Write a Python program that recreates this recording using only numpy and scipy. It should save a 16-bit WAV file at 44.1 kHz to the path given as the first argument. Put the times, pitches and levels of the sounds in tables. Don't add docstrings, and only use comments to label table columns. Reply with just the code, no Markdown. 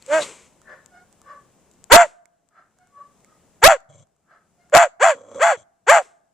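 import sys
import numpy as np
from scipy import signal
from scipy.fft import rfft, irfft, next_fast_len
from scipy.io import wavfile
from scipy.ndimage import uniform_filter1d

SR = 44100
rng = np.random.default_rng(int(sys.argv[2]) if len(sys.argv) > 2 else 0)


def dump(signal):
    limited = np.clip(np.atleast_2d(signal).T, -1, 1)
    pcm = np.round(limited * 32767).astype(np.int16)
    wavfile.write(sys.argv[1], SR, pcm)


def rack_gain(trim_db):
    fader = np.asarray(trim_db, float)
    return 10 ** (fader / 20)


N = 279153

# loudest_s, attack_s, hold_s, effort_db
BARKS = [
    (0.141, .065, 0.042, -12.5),
    (1.932, .035, 0.0835, -3),
    (3.641, .025, 0.0787, -5.5),
    (4.747, .027, 0.08313, -5),
    (5.034, .04, 0.06583, -8.5),
    (5.432, .042, 0.08254, -10),
    (5.899, .035, 0.0746, -6),
]
# top_hz, climb_s, sag_start_s
BARK_PITCH = [(636.4, 0.077, .172), (694.2, .068, 2.013), (679.6, .062, 3.7), (695.7, 0.06, 4.815),
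              (676.8, 0.058, 5.078), (683.2, 0.049, 5.482), (687.1, 0.064, 5.957)]
# start_s, end_s, second_tone_above_hz, first_depth (0-1), last_depth (0-1)
VOICE_BREAKS = [(.19, .25, 150, .1, .1), (1.93, 2.06, 250, .2, .15), (3.678, 3.74, 100, 1, .1),
                (4.728, 4.88, 130, .8, .2), (5.036, 5.112, 105, .7, 0), (5.435, 5.525, 160, .35, .5),
                (5.915, 6.02, 170, .7, .4)]
# frequency_hz, level_db
THROAT = [(150, -46), (350, -13.5), (520, 2), (780, -4), (1000, -4), (1550, -6.5), (2100, -11.5),
          (2800, -18), (3400, -26.5), (5000, -38.5), (6200, -24.5), (7500, -18), (9000, -33.5),
          (14000, -47)]
# frequency_hz, width_hz, lift_db
MOUTH = [(738.8, 160, 1.5), (1612.2, 180, 4.5), (2167.2, 200, 4), (2643.6, 68, 1), (3330, 660, 2),
         (4450, 540, 6.5), (6825, 150, 0.5), (7593, 130, 1.5)]
# start_s, length_s, first_level_db, last_level_db, mouth_resonance_hz
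GROWLS = [
    (3.883, .16, -50, -50, 598),
    (5.141, .09, -38, -50, 522),
    (5.205, .2, -53.5, -32.5, 550.6),
    (5.566, .075, -41, -61, 625.3),
]
GROWL_CHEST_DB = [6.5, -20.5, -25.5, -6.5]
GROWL_NASAL_DB = [1.5, -11.5, -10.5, 2]
# frequency_hz, width_hz, level_db
SHUT_MOUTH = [(313, 100, -13), (1103.7, 400, -11), (2210, 172, -15), (3300, 350, -13.5), (3816, 330, -18),
              (6490, 850, -8), (7290, 450, -8.5), (8247, 210, -16.5)]
# loudest_s, level_db,
# fall_db_per_s
SHUFFLES = [(0.025, -61, 907), (0.138, -34, 72.5), (0.229, -28, 345), (0.286, -46, 77.5), (2.05, -43, 200),
            (6.03, -47, 180)]
# frequency_hz, density_db_per_hz
SNOW_SPECTRUM = [(88, -17.5), (150, -10), (292, -6), (488, 2), (757, -10.5), (988, -2.5), (1720, -11),
                 (2160, -3.5), (4800, -14.5), (7730, -3.5), (14200, -40.5)]
# start_s, peak_db, ring_hz, left_right_db
FLAKES = [(0.0243, -35, 4390, 7), (0.0634, -51.5, 7520, 45.5), (0.617, -42, 1340, -7),
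          (0.8608, -36, 7260, 8), (1.1273, -47, 8170, -14.5), (1.2167, -37.5, 1224, 4),
          (1.714, -46.5, 7250, 5.5), (1.7372, -50.5, 6900, -2.5), (1.8412, -34, 7600, 13.5),
          (2.2565, -41.5, 2208, -9.5), (2.4887, -58, 7900, 20), (2.7873, -48, 1480, -4),
          (2.8724, -49.5, 1487, 0), (3.2056, -51, 1221, 0.5), (3.2466, -42, 2160, -10),
          (3.8042, -48.5, 1325, 6.5), (4.0715, -58, 1282, -5.5), (4.1647, -59, 1300, -1),
          (4.6983, -43, 1690, -2)]
# loudest_s, level_db
FAR_CALLS = [(.7, -42), (0.949, -50), (1.29, -41.5), (2.565, -52.5), (2.811, -62), (2.985, -45),
             (3.295, -61.5), (4.315, -52), (4.61, -63)]
# pitch_hz, rasp (0-1), second_overtone_db, third_overtone_db
FAR_VOICES = [(575, 0.611, -1, 6), (726.1, 0.185, 1.5, -12), (570.7, 0.401, 8.5, -2.5),
              (685, 0.656, 7.5, -23), (728.2, 0.2, -4, -9.5), (570.1, 0.207, 14, -7.5),
              (634.6, 0.436, 12, -1), (673.5, 0.73, 8, -27.5), (706, 0.17, -3.5, -9)]
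# frequency_hz, density_db_per_hz
AIR_SPECTRUM = [(15, -42), (25, -17), (65, -7.5), (117, -10), (170, -3), (258, -9), (500, -11), (1000, -17),
                (1300, -22), (2050, -24.5), (4500, -30), (7700, -20), (9500, -27.5), (13900, -24)]
# frequency_hz, likeness
AIR_LIKENESS = [(60, 0.8), (230, 0.63), (910, 0.978), (3540, 0.74), (13800, -1.2)]
# frequency_hz, likeness
DOG_LIKENESS = [(60, 0.32), (230, 1), (910, 0.92), (3540, 0.51), (13800, 0.7287)]
# frequency_hz, left_right_db
DOG_PAN = [(60, -1.5), (180, 1), (530, -1.5), (1560, 3), (4640, 4), (13800, 9)]
# frequency_hz, t60_s
WALL_DECAY = [(300, 0.088), (700, .17), (2000, 0.16), (4500, 0.24), (8000, 0.18)]
# frequency_hz, t60_s
YARD_DECAY = [(300, .3), (560, .45), (690, .9), (850, .6), (1300, .7), (1900, .6), (2600, .3), (8000, .15)]
# start_s, end_s, excess_db
OVERLOADS = [
    (1.918, 1.966, 3.5),
    (3.639, 3.68, 4),
    (4.742, 4.78, 1),
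    (5.893, 5.905, .5),
]

ATTACK_DB, ATTACK_BEND, HOLD_SAG_DB_PER_S = 31, 1.7, 54.5
RELEASE_DB, RELEASE_BEND, RELEASE_S = 25, 1.5, .046
CLIMB_SHARE, CLIMB_BEND = .55, 1.35
SAG_SHARE, SAG_S, SAG_BEND = .35, .075, 1.4
OPEN_DB, OPEN_PER_DB, CLOSED_DB, BREATH_DB = 2.5, 0.8616, -13, -15.5
WOOF_CLIMB, WOOF_UNEVEN, WOOF_MUFFLE_DB, WOOF_BREATH_DB = .36, 0.857, -10.5, -1
GROWL_PULSES_PER_S, GROWL_EDGE_S = 122, .015
SNORT_S, SNORT_DB, SNORT_RISE_DB_PER_S, SNORT_FALL_DB_PER_S = .222, -27.5, 902.5, 704
SHUFFLE_RISE_DB_PER_S, SHUFFLE_STOPS_S = 229, .475
FAR_RISE_DB_PER_S, FAR_HOLD_S, FAR_FALL_DB_PER_S = 378.5, 0.034, 184
AIR_DB = -59.5


def bark(row, pitch, voice_break, woof):
    loud_s, attack, hold, top_db = row
    top_hz, climb, sag_s = pitch
    start, end, gap_hz, first, last = voice_break
    t = np.arange(loud_s - attack, loud_s + hold + 1.15 * RELEASE_S, 1 / SR)

    below_db = ATTACK_DB * past(-t, -loud_s, attack, ATTACK_BEND)
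    below_db += HOLD_SAG_DB_PER_S * np.clip(t - loud_s, 0, hold)
    below_db += RELEASE_DB * past(t, loud_s + hold, RELEASE_S, RELEASE_BEND)
    lift_db = np.maximum(OPEN_DB - OPEN_PER_DB * below_db, CLOSED_DB)
    lift_db += woof * (WOOF_MUFFLE_DB - .25 * below_db)
    breath_db = BREATH_DB + woof * WOOF_BREATH_DB
    uneven = woof * WOOF_UNEVEN
    broken = np.clip(np.minimum(t - start, end - t) / 0.0052 + .5, 0, 1)

    depth = WOOF_CLIMB if woof else 1
    climbing = depth * CLIMB_SHARE * past(-t, -t[0] - climb, climb, CLIMB_BEND)
    sagging = depth ** .5 * SAG_SHARE * past(t, sag_s, SAG_S, SAG_BEND)
    hz = top_hz * (1 - climbing - sagging)
    turns = np.cumsum(hz * (1 + 0.012 * wander(len(t), 0.0021))) / SR
    beat = np.cumsum(gap_hz * (1 + .16 * wander(len(t), .007))) / SR
    shaky = turns + (.004 + .013 * broken) * wander(len(t), .001)

    overtones = sum(np.cos(2 * np.pi * k * shaky + .9 * k ** 2) for k in range(2, 20))
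    beating = np.cos(2 * np.pi * beat + .8 * np.sin(2 * np.pi * beat))
    overtones *= 1 - .45 * broken + .8 * max(first, last) * broken * beating
    halves = uneven * sum(np.cos(np.pi * k * shaky + 0.36 * k ** 2) for k in range(1, 24, 2))

    puffs = (.5 + np.exp(-(turns % 1) / 1.1)) * rng.standard_normal(len(t))
    puffs *= rack_gain(1.7 * wander(len(t), 0.0008))
    breath = colour(puffs, [(500, -25.5), (900, 14.5), (5000, 6.0), (7000, 16), (11000, -3.5)])

    fading = broken * (last + (first - last) * past(-t, -end, end - start, 2.4))
    first_gain = (1 - .4 * fading) * (hz / 650) ** 2.1 * rack_gain(1.5 * broken * wander(len(t), .004))
    tones = first_gain * np.cos(2 * np.pi * turns)
    tones += 1.8 * fading * np.cos(2 * np.pi * (turns + beat))
    tones += 0.61 * uneven * np.cos(np.pi * turns)

    rasp = .42 * broken * breath
    drive = tones + rack_gain(lift_db) * (overtones + halves + rasp)
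    drive += rack_gain(np.minimum(breath_db, -13)) * breath
    rung = sum(rack_gain(db) * resonate(drive, f, width) for f, width, db in MOUTH)
    voice = colour(drive + rung, THROAT)
    steady = voice / np.sqrt(uniform_filter1d(voice ** 2, size=700) + 1e-9)
    return t[0], rack_gain(top_db - below_db) * steady * signal.windows.tukey(len(t), .08)


def growl(row, chest_db, nasal_db):
    start, length, first_db, last_db, mouth_hz = row
    t = start + np.arange(0, length, 1 / SR)
    level_db = np.linspace(first_db, last_db, len(t))
    turns = np.cumsum(GROWL_PULSES_PER_S * (1 + 0.27 * wander(len(t), 0.0066))) / SR
    flaps = (.3 + np.exp(-(turns % 1) / .2)) * rack_gain(2.2 * wander(len(t), .012))
    drive = flaps * (0.71 + rng.standard_normal(len(t)))
    drive = colour(drive, [(50, -40), (90, 0)])
    sound = rack_gain(chest_db) * evened(double_resonance(drive, 125, 67))
    sound += evened(double_resonance(drive, mouth_hz, 89))
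    for f, width, db in SHUT_MOUTH:
        sound += rack_gain(db + nasal_db * (f > 2000)) * evened(double_resonance(drive, f, width))
    return t[0], rack_gain(level_db) * evened(sound) * signal.windows.tukey(len(t), 2 * GROWL_EDGE_S / length)


def snort():
    t = SNORT_S + np.arange(-2000, 3000) / SR
    gain = swell(t, SNORT_S, SNORT_DB, SNORT_RISE_DB_PER_S, SNORT_FALL_DB_PER_S)
    return t[0], gain * evened(double_resonance(rng.standard_normal(len(t)), 3850, 720))


def shuffle():
    t = np.arange(N) / SR
    level = sum(swell(t, s, db, SHUFFLE_RISE_DB_PER_S, fall_db) for s, db, fall_db in SHUFFLES)
    size = rack_gain(4.5 * np.minimum(rng.exponential(1, (2, N)), 3))
    size *= rng.random((2, N)) < 4000 / SR
    crunch = size * rng.standard_normal(size.shape) + 1.1 * rng.standard_normal(size.shape)
    both = evened(colour(crunch + 1.2 * crunch[::-1], SNOW_SPECTRUM))
    stopped = np.clip((t - SHUFFLE_STOPS_S) / 0.0082, 0, 1) * (t < 1)
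    return level * rack_gain(-4.0 - 5.1 * stopped) * both * rack_gain([[1.5], [-1.5]])


def flakes():
    out = np.zeros((2, N))
    t = np.arange(400) / SR
    for s, db, hz, pan in FLAKES:
        ring = np.sin(2 * np.pi * hz * t) * rack_gain(-60 * t / 0.012)
        ring += 3.4 * np.sin(2 * np.pi * 7400 * t) * rack_gain(-60 * t / 0.00184)
        tick = .5 * np.exp(-t / .0001)
        add(out, s, rack_gain(db - 7.5) * (ring + tick) * rack_gain([[pan / 2], [-pan / 2]]))
    faint = rack_gain(4 * np.minimum(rng.exponential(1, (2, N)), 2.5))
    faint *= rng.random((2, N)) < 30 / SR
    return out + rack_gain(-58) * resonate(faint, 7300, 2500)


def far_call(row, voice):
    loud_s, level_db = row
    hz, rasp, second_db, third_db = voice
    t = loud_s + np.arange(-6000, 10000) / SR
    noise = rng.standard_normal(len(t))
    width = 25 + 330 * rasp ** 2
    levels_db = [0, second_db, third_db] + [-21 - k for k in range(9)]
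    call = rack_gain(10) * rasp * evened(double_resonance(noise, 1550, 320))
    for k, db in enumerate(levels_db, 1):
        call += rack_gain(db) * evened(double_resonance(noise, k * hz, width))
    held = t - np.clip(t - loud_s, 0, FAR_HOLD_S)
    gain = swell(held, loud_s, level_db, FAR_RISE_DB_PER_S, FAR_FALL_DB_PER_S)
    return t[0], gain * evened(call) * signal.windows.tukey(len(t), .15)


def air():
    frames, hz = N // 256 + 5, np.fft.rfftfreq(1024, 1 / SR)
    a, b, c, d, patches = rng.standard_normal((frames, 513, 5)).T
    patches = uniform_filter1d(patches, size=12, axis=0)
    patches = evened(uniform_filter1d(patches, size=14, axis=1))
    same = np.clip(read(AIR_LIKENESS, hz), -1, 1)[:, None]
    left = a + 1j * b
    z = np.array([left, same * left + np.sqrt(1 - same ** 2) * (c + 1j * d)])
    z *= rack_gain(read(AIR_SPECTRUM, hz)[:, None] + 0.5 * patches)
    noise = signal.istft(z, nperseg=1024, noverlap=768)[1][:, :N]
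    return rack_gain(AIR_DB + np.array([[1.8], [-.4]])) * evened(noise)


def echoes(t60_of, count, delay):
    taps = rng.choice([-1., 1.], (2, count)) * (rng.random((2, count)) < .08)
    taps *= np.arange(count) > delay * SR
    hz, t, z = signal.stft(taps, SR, nperseg=256)
    tail = signal.istft(z * rack_gain(-60 * t / t60_of(hz)[:, None]), SR, nperseg=256)[1]
    return tail / np.linalg.norm(tail[0])


def ports(x):
    hz = np.fft.rfftfreq(N, 1 / SR)
    same = np.clip(read(DOG_LIKENESS, hz), 0, 1)
    scatter = rfft(echoes(lambda f: 0.042 + 0 * f, count=2200, delay=.0003), N)
    pan = rack_gain(read(DOG_PAN, hz) * np.array([[.5], [-.5]]))
    return irfft(rfft(x) * pan * (np.sqrt(same) + 0.88 * np.sqrt(1 - same) * scatter), N)


def turned_down(dog):
    t = np.arange(N) / SR
    loud = uniform_filter1d(dog ** 2, size=900) > rack_gain(-10.5) ** 2
    since = t - np.maximum.accumulate(np.where(loud, t, -np.inf))
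    cut_db = np.clip(13. - 18.0 * (since - .45), 0, 13.)
    return rack_gain(-uniform_filter1d(cut_db, size=400))


def evened(x):
    return x / np.sqrt(np.mean(x ** 2) + 1e-20)


def read(points, hz):
    f, value = np.transpose(points)
    return np.interp(np.log(hz + 1), np.log(f + 1), value)


def add(mix, s, sound):
    part = mix[..., round(s * SR):][..., :sound.shape[-1]]
    part += sound[..., :part.shape[-1]]


def colour(x, points):
    padded = next_fast_len(x.shape[-1] + 2048)
    gain = rack_gain(read(points, np.fft.rfftfreq(padded, 1 / SR)))
    return irfft(rfft(x, padded) * gain, padded)[..., :x.shape[-1]]


def resonate(x, hz, width):
    return signal.lfilter(*signal.iirpeak(hz, hz / width, SR), x)


def double_resonance(x, hz, width):
    turn = np.exp(2j * np.pi * hz * np.arange(1, len(x) + 1) / SR)
    r = np.exp(-np.pi * width / SR)
    return (turn * signal.lfilter([1], np.poly([r, r]), x / turn)).real


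def wander(count, seconds):
    size = int(seconds * SR)
    return evened(uniform_filter1d(uniform_filter1d(rng.standard_normal(count), size), size))


def swell(t, s, db, rise_db, fall_db):
    return rack_gain(db - np.where(t < s, rise_db * (s - t), fall_db * (t - s)))


def past(t, s, span, bend):
    return np.maximum((t - s) / span, 0) ** bend


def scene():
    dog, far = np.zeros(N), np.zeros(N)
    for k, one in enumerate(zip(BARKS, BARK_PITCH, VOICE_BREAKS)):
        add(dog, *bark(*one, woof=k == 0))
    yard_taps = echoes(lambda f: read(YARD_DECAY, f), count=SR, delay=0.034)
    yard = signal.fftconvolve(dog[None], yard_taps, axes=1)[:, :N]
    wall_taps = echoes(lambda f: read(WALL_DECAY, f), count=SR // 3, delay=0.002)
    wall = signal.fftconvolve(dog[None], wall_taps, axes=1)[:, :N]
    for one in zip(GROWLS, GROWL_CHEST_DB, GROWL_NASAL_DB):
        add(dog, *growl(*one))
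    add(dog, *snort())
    for row, voice in zip(FAR_CALLS, FAR_VOICES):
        add(far, *far_call(row, voice))

    mix = ports(dog) + rack_gain(-48.5) * yard
    mix += colour(wall, [(700, -35.0), (1500, -32), (3000, -24.5), (5000, -16.0), (9000, -20)])
    mix += shuffle() + flakes() + ports(far)
    mix += turned_down(dog) * air()
    return mix


def band_limit(x):
    return signal.sosfilt(signal.butter(12, 14360, fs=SR, output="sos"), x)


def record(dry):
    t = np.arange(N) / SR
    over_db = sum(db * np.clip(np.minimum(t - start, end - t) / 0.00052, 0, 1) for start, end, db in OVERLOADS)
    hot = dry * rack_gain(over_db)
    up = np.clip((hot[0] - 1) / .06, 0, 1)
    down = np.clip((-hot[0] - 1.35) / .06, 0, 1)
    wrapped = hot[0] - 2 * (over_db > 0) * (up - down)
    clipped = np.clip([wrapped, hot[1]], -1, 1)
    coupled = signal.lfilter(*signal.butter(1, 4.0, "high", fs=SR), clipped)
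    edged = colour(coupled, [(14250, 0), (14400, -15), (22050, -18)])
    return band_limit(np.clip(edged, -1, 1))


dry = scene()
out = record(dry)
dump(out)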